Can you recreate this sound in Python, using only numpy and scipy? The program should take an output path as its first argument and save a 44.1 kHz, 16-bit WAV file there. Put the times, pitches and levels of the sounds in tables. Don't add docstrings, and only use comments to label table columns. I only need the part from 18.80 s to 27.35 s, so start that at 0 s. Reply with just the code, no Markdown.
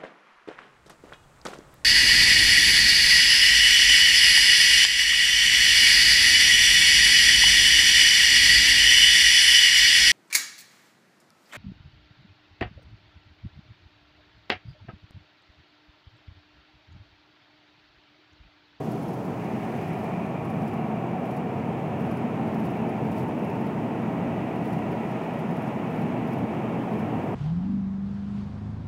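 import sys
import numpy as np
from scipy import signal
from scipy.fft import rfft, irfft
from scipy.io import wavfile
from scipy.ndimage import uniform_filter1d

SR = 44100
rng = np.random.default_rng(int(sys.argv[2]) if len(sys.argv) > 2 else 0)


def output_pcm(signal):
    pcm = np.clip(np.atleast_2d(signal).T, -1, 1) * 32767
    wavfile.write(sys.argv[1], SR, np.round(pcm).astype(np.int16))


N = 377055
TIME = np.arange(N) / SR
FREQS = np.maximum(np.fft.rfftfreq(N, 1 / SR), 1)


def undb(db):
    return 10 ** (np.asarray(db) / 20)


def curves(table):
    times, *columns = np.transpose(table)
    return [np.interp(TIME, times, column) for column in columns]


def swell(middle_s, spread_s):
    return np.exp(-.5 * ((TIME - middle_s) / spread_s) ** 2)


def colour(points):
    hz, db = np.transpose(points)
    return undb(np.interp(np.log(FREQS), np.log(hz), db))


def filtered(sound, gain):
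    return irfft(rfft(sound) * gain, N)


def noise(gain):
    shaped = filtered(rng.standard_normal(N), gain)
    return shaped / np.std(shaped)


def steady(sound, span_s):
    size = max(int(span_s * SR), 1)
    power = uniform_filter1d(uniform_filter1d(sound ** 2, size), size)
    return sound / np.sqrt(power + 1e-12)


def cabin():
    # (frequency [Hz], width [Hz], lift [dB])
    standing_waves = [(96, 8.1, 7), (124.2, 17, 7), (173, 23, 2.5), (202, 14.4, -3.5), (217, 16, 5.5),
                      (242.6, 30, 3), (269, 13, -3), (279, 19, 1), (523, 32, -5.5), (570, 22, 2),
                      (606, 22, -4.5), (641, 30, 4.5), (727, 22, 1), (790, 26, 2.5), (864, 18, -4),
                      (894, 11, 4), (962, 28, 1.5), (1014, 22, -1.5), (1132, 24, 0.5), (1174, 40, -5.5),
                      (1215, 18, 3), (1520, 70, -1.5), (2090, 153, -1), (2255, 100, 2.5), (2790, 110, 1.5)]
    return undb(sum(db / (1 + (2 * (FREQS - hz) / width) ** 2) for hz, width, db in standing_waves))


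def rumble(drone_db):
    # (frequency [Hz], level [dB])
    body_tone = [(20, -50), (36, -34), (75, -18), (110, -5.5), (170, 3.5), (300, -3.5), (470, -8),
                 (700, -22.5), (1500, -59.5)]
    # (lower edge [Hz], upper edge [Hz])
    booms = [(20, 82.5), (82.5, 140), (140, 197), (197, 265)]
    # (time [s], level [dB])
    upper_boom = [(0, -32.5), (0.25, -38.5), (0.48, -40), (0.76, -33), (1.15, -38.5), (1.4, -35),
                  (1.62, -38.5), (1.76, -32), (2.05, -32), (2.55, -35.5), (2.85, -33.5), (3.0, -37),
                  (3.25, -32.5), (3.75, -31), (4.42, -32.5), (4.58, -33), (4.75, -32.5), (5.55, -32.5),
                  (5.75, -34), (6.25, -33.5), (6.47, -36.5), (6.7, -32), (6.95, -34.5), (7.3, -30.5),
                  (7.5, -32), (7.9, -33), (8.15, -31), (8.55, -34)]
    # (middle [s], spread [s], boom [Hz], lift [dB])
    boom_swells = [(0.82, .09, 170, -3), (1.09, 0.031, 170, 4.5), (1.36, 0.06, 170, 4),
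                   (1.78, 0.13, 170, 2.5), (1.7, 0.17, 110, 2.5), (1.77, .14, 50, 4), (2.15, .2, 170, 1.5),
                   (2.23, .07, 110, 3), (2.8, 0.08, 110, 4.5), (2.95, 0.2, 50, 2.5), (3.14, .12, 170, 3),
                   (3.25, 0.13, 110, 3.2), (3.83, 0.046, 170, 3), (3.768, 0.027, 220, 2),
                   (3.452, .04, 220, 1.5), (4.33, 0.1, 110, 4), (4.33, .08, 50, 4.5),
                   (4.584, .05, 110, -4.5), (5.406, 0.035, 170, 6), (5.72, .06, 110, -2),
                   (5.962, 0.022, 170, 7.5), (5.98, .06, 50, 4), (6.46, 0.071, 110, -3.5),
                   (6.71, 0.023, 170, 9), (7.25, 0.095, 170, 3.5), (7.37, .06, 50, 4),
                   (7.62, 0.083, 110, 4.5), (8.3, .07, 110, 2.5)]
    body = colour(body_tone) * cabin()
    above_booms = FREQS >= booms[-1][1]
    out = steady(noise(body * above_booms), span_s=0.15) * undb(drone_db)
    usual_db = np.mean(drone_db)
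    drift_db = drone_db - usual_db
    deep_db = usual_db - 23 + 0.6 * drift_db
    low_db = usual_db - 4 + 0.81 * drift_db
    middle_db = usual_db - 0.5 + 0.32 * drift_db
    for (low, high), db in zip(booms, [deep_db, low_db, middle_db, *curves(upper_boom)]):
        swell_db = sum(lift * swell(s, spread) for s, spread, hz, lift in boom_swells if low <= hz < high)
        band = (FREQS >= low) & (FREQS < high)
        out += steady(noise(body * band), span_s=0.2) * undb(db + swell_db)
    return out


def tyres(roar_db):
    # (frequency [Hz], level [dB])
    roar_tone = [(200, -26), (550, -2.5), (720, -1), (1000, -7), (1500, -17), (3000, -40), (6000, -63)]
    return steady(noise(colour(roar_tone) * cabin()), span_s=0.3) * undb(roar_db)


def air(rush_db, hiss_db):
    # (frequency [Hz], level [dB])
    rush_tone = [(700, -54), (1750, 3), (2600, 2), (3100, -6.5), (3800, -17.5), (6000, -44)]
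    hiss_tone = [(1500, 0), (4800, -1), (6500, -2.5), (8500, -7.5), (11000, -10), (15500, -13)]
    rush = noise(colour(rush_tone) * cabin()) * undb(rush_db)
    hiss = noise(colour(hiss_tone)) * undb(hiss_db)
    return rush + hiss


def swelling_bands():
    # (middle [s], spread [s], pitch [Hz], width [Hz], level [dB])
    bands = [(0.15, 0.25, 3200, 980, -64.5), (0.96, 0.3, 1800, 690, -56.5), (1.38, 0.34, 2430, 160, -54.5),
             (2.2, 0.6, 2340, 130, -57), (1.94, 0.5, 1120, 42, -52), (1.06, 0.35, 738, 30, -43.5),
             (2.15, 0.55, 782, 22, -44), (2.6, 0.69, 730, 20, -40.6), (2, 0.7, 675, 27, -47),
             (4.1, 0.4, 780, 85, -45), (4.04, 0.11, 2480, 380, -53), (4.7, 0.09, 2540, 600, -52.5),
             (4.54, 0.65, 892, 29, -47.5), (5.47, 0.19, 643, 32, -43), (6.1, 0.25, 738, 70, -47),
             (5.95, 0.95, 962, 40, -48.5), (6.43, 0.12, 2400, 400, -55), (6.46, 0.98, 1320, 300, -54.5),
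             (6.5, 1.5, 850, 31, -49), (6.1, 1.45, 1930, 190, -57)]
    out = np.zeros(N)
    for middle_s, spread_s, hz, width_hz, db in bands:
        band = 1 / (1 + (2 * (FREQS - hz) / width_hz) ** 4)
        out += steady(noise(band), span_s=0.19) * undb(db) * swell(middle_s, spread_s)
    return out


def rustles(rough_db, rough_hz):
    # (frequency [Hz], level [dB])
    rustle_tone = [(2500, -14), (4000, 5), (5300, 2), (7000, -2), (9000, 0), (12000, 1), (15400, -2)]
    # (middle [s], spread [s], level [dB])
    scrapes = [(.2, .2, -65), (1.002, 0.31, -65.5), (1.245, .012, -68), (1.462, .007, -65),
               (1.85, .12, -68), (2.52, .05, -68), (3.21, .009, -60), (3.32, .05, -68), (3.68, .01, -65),
               (3.85, .1, -72), (3.858, .01, -65), (4.26, .02, -67), (4.322, .01, -62),
               (4.388, 0.026, -58.5), (4.866, .007, -65), (5.855, .008, -62), (5.9, .06, -68),
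               (5.936, .01, -62), (6.8, .09, -69), (7.19, .05, -67), (7.52, .05, -70)]
    grain = noise(colour(rustle_tone)) * undb(rough_db * noise(FREQS < rough_hz))
    loudness = sum(undb(db) * swell(middle_s, spread_s) for middle_s, spread_s, db in scrapes)
    return grain / np.std(grain) * loudness


def shakes(period_s=0.0553, jitter_s=.001, scatter_db=1.0, scatter_hz=230):
    # (start [s], shakes [count], level [dB], ring pitch [Hz], ring gain [dB])
    fits = [(0.051, 1, -59, 11600, 7), (0.119, 1, -54, 11530, 6), (0.229, 3, -57.5, 11200, 8),
            (0.456, 1, -63, 11700, 9), (0.646, 1, -60.5, 11700, 7), (0.972, 6, -62.5, 11500, 7),
            (1.651, 2, -58.5, 10300, 2), (1.825, 3, -59.5, 10600, 2), (2.458, 3, -59, 11000, -1),
            (3.262, 3, -61, 11100, 6), (3.746, 5, -60.5, 11250, 6), (4.094, 1, -61, 11200, 10),
            (4.321, 4, -62, 11000, 6), (4.591, 6, -62, 11100, 7), (5.762, 2, -67, 11000, 4),
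            (5.877, 3, -61, 11000, 0), (6.122, 1, -62, 11400, 2), (6.312, 1, -63, 11600, 8),
            (6.437, 1, -62, 11600, 6), (6.54, 2, -61.5, 11600, 4), (6.713, 4, -61.5, 10800, 2),
            (7.108, 3, -61, 11500, 6), (7.478, 3, -60, 11900, 6), (8.137, 2, -62, 11900, 2)]
    for start_s, count, db, hz, ring_db in fits:
        for k in range(round(count)):
            from_middle = (2 * k + 1) / round(count) - 1
            force, seating, late = rng.standard_normal(3)
            time_s = start_s + k * period_s + jitter_s * late
            level_db = db - 3 * from_middle ** 2 + scatter_db * force
            yield time_s, level_db, hz + scatter_hz * seating, ring_db


def press(lag_s, rise_s=.0045, fall_s=.011):
    return np.exp(-np.where(lag_s < 0, .5 * (lag_s / rise_s) ** 2, np.abs(lag_s / fall_s) ** 1.3))


def loose_part(contacts_per_s, ring_width_hz, rough_db, rough_hz):
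    # (frequency [Hz], level [dB])
    buzz_tone = [(2500, -18), (4000, -4), (5300, -5), (6500, -6), (9200, -10), (10200, -3.5), (11700, -2),
                 (12400, -8), (14000, -9), (15400, -7.5)]
    # (pitch [Hz], gain against the main ring [dB])
    side_notes = [(5200, 1), (15050, -3.5)]
    graze_lead_s, graze_db = .019, -12
    touches = rng.random(N) < contacts_per_s / SR
    contacts = filtered(touches * rng.standard_normal(N), colour(buzz_tone))
    contacts *= undb(rough_db * noise(FREQS < rough_hz))
    out = np.zeros(N)
    for time_s, db, ring_hz, ring_db in shakes():
        near = slice(max(int((time_s - .05) * SR), 0), int((time_s + .08) * SR))
        ring = 0
        for hz, note_db in [(ring_hz, 0), *side_notes]:
            resonance = signal.iirpeak(hz, hz / ring_width_hz, fs=SR)
            ring += undb(note_db) * signal.lfilter(*resonance, contacts[near])
        chatter = contacts[near] + undb(ring_db) * ring
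        lag_s = TIME[near] - time_s
        pressure = press(lag_s) + undb(graze_db) * press(lag_s + graze_lead_s)
        out[near] += chatter / np.std(chatter) * pressure * undb(db)
    return out


def scene():
    # (time [s], body drone [dB], tyre roar [dB], air rush [dB], hiss [dB])
    drive = [(0, -34, -38, -55.5, -58), (0.38, -36, -38, -55, -60), (0.63, -35.5, -37.5, -50, -60),
             (0.95, -36, -37, -48, -59.5), (1.35, -37, -35.5, -49.5, -61.4), (1.65, -36.5, -36.4, -50, -64),
             (2.6, -35.5, -36, -50, -64), (3.4, -35, -35.5, -48.5, -63), (3.7, -33.5, -35.5, -48.5, -63),
             (5.05, -33.5, -36, -49.5, -63), (5.5, -33.5, -35.5, -48, -63.3), (6.1, -34, -36, -48, -62),
             (6.3, -35, -36, -47.5, -61), (6.65, -36.5, -35.5, -48, -62), (7.4, -34, -35.5, -47.5, -62.5),
             (8.55, -33.5, -35, -48.5, -63)]
    drone_db, roar_db, rush_db, hiss_db = curves(drive)
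    mix = rumble(drone_db) + tyres(roar_db) + swelling_bands() + air(rush_db, hiss_db)
    mix += rustles(rough_db=2.5, rough_hz=140)
    mix += loose_part(contacts_per_s=30000, ring_width_hz=720, rough_db=1.2, rough_hz=110)
    return mix[None]


def record(dry):
    top_hz, fade_s = 15800, .004
    fade = np.minimum(np.minimum(TIME, TIME[::-1]) / fade_s, 1)
    treble_cut = signal.ellip(10, .1, 80, top_hz, fs=SR, output="sos")
    return signal.sosfilt(treble_cut, dry * fade)


dry = scene()
out = record(dry)
output_pcm(out)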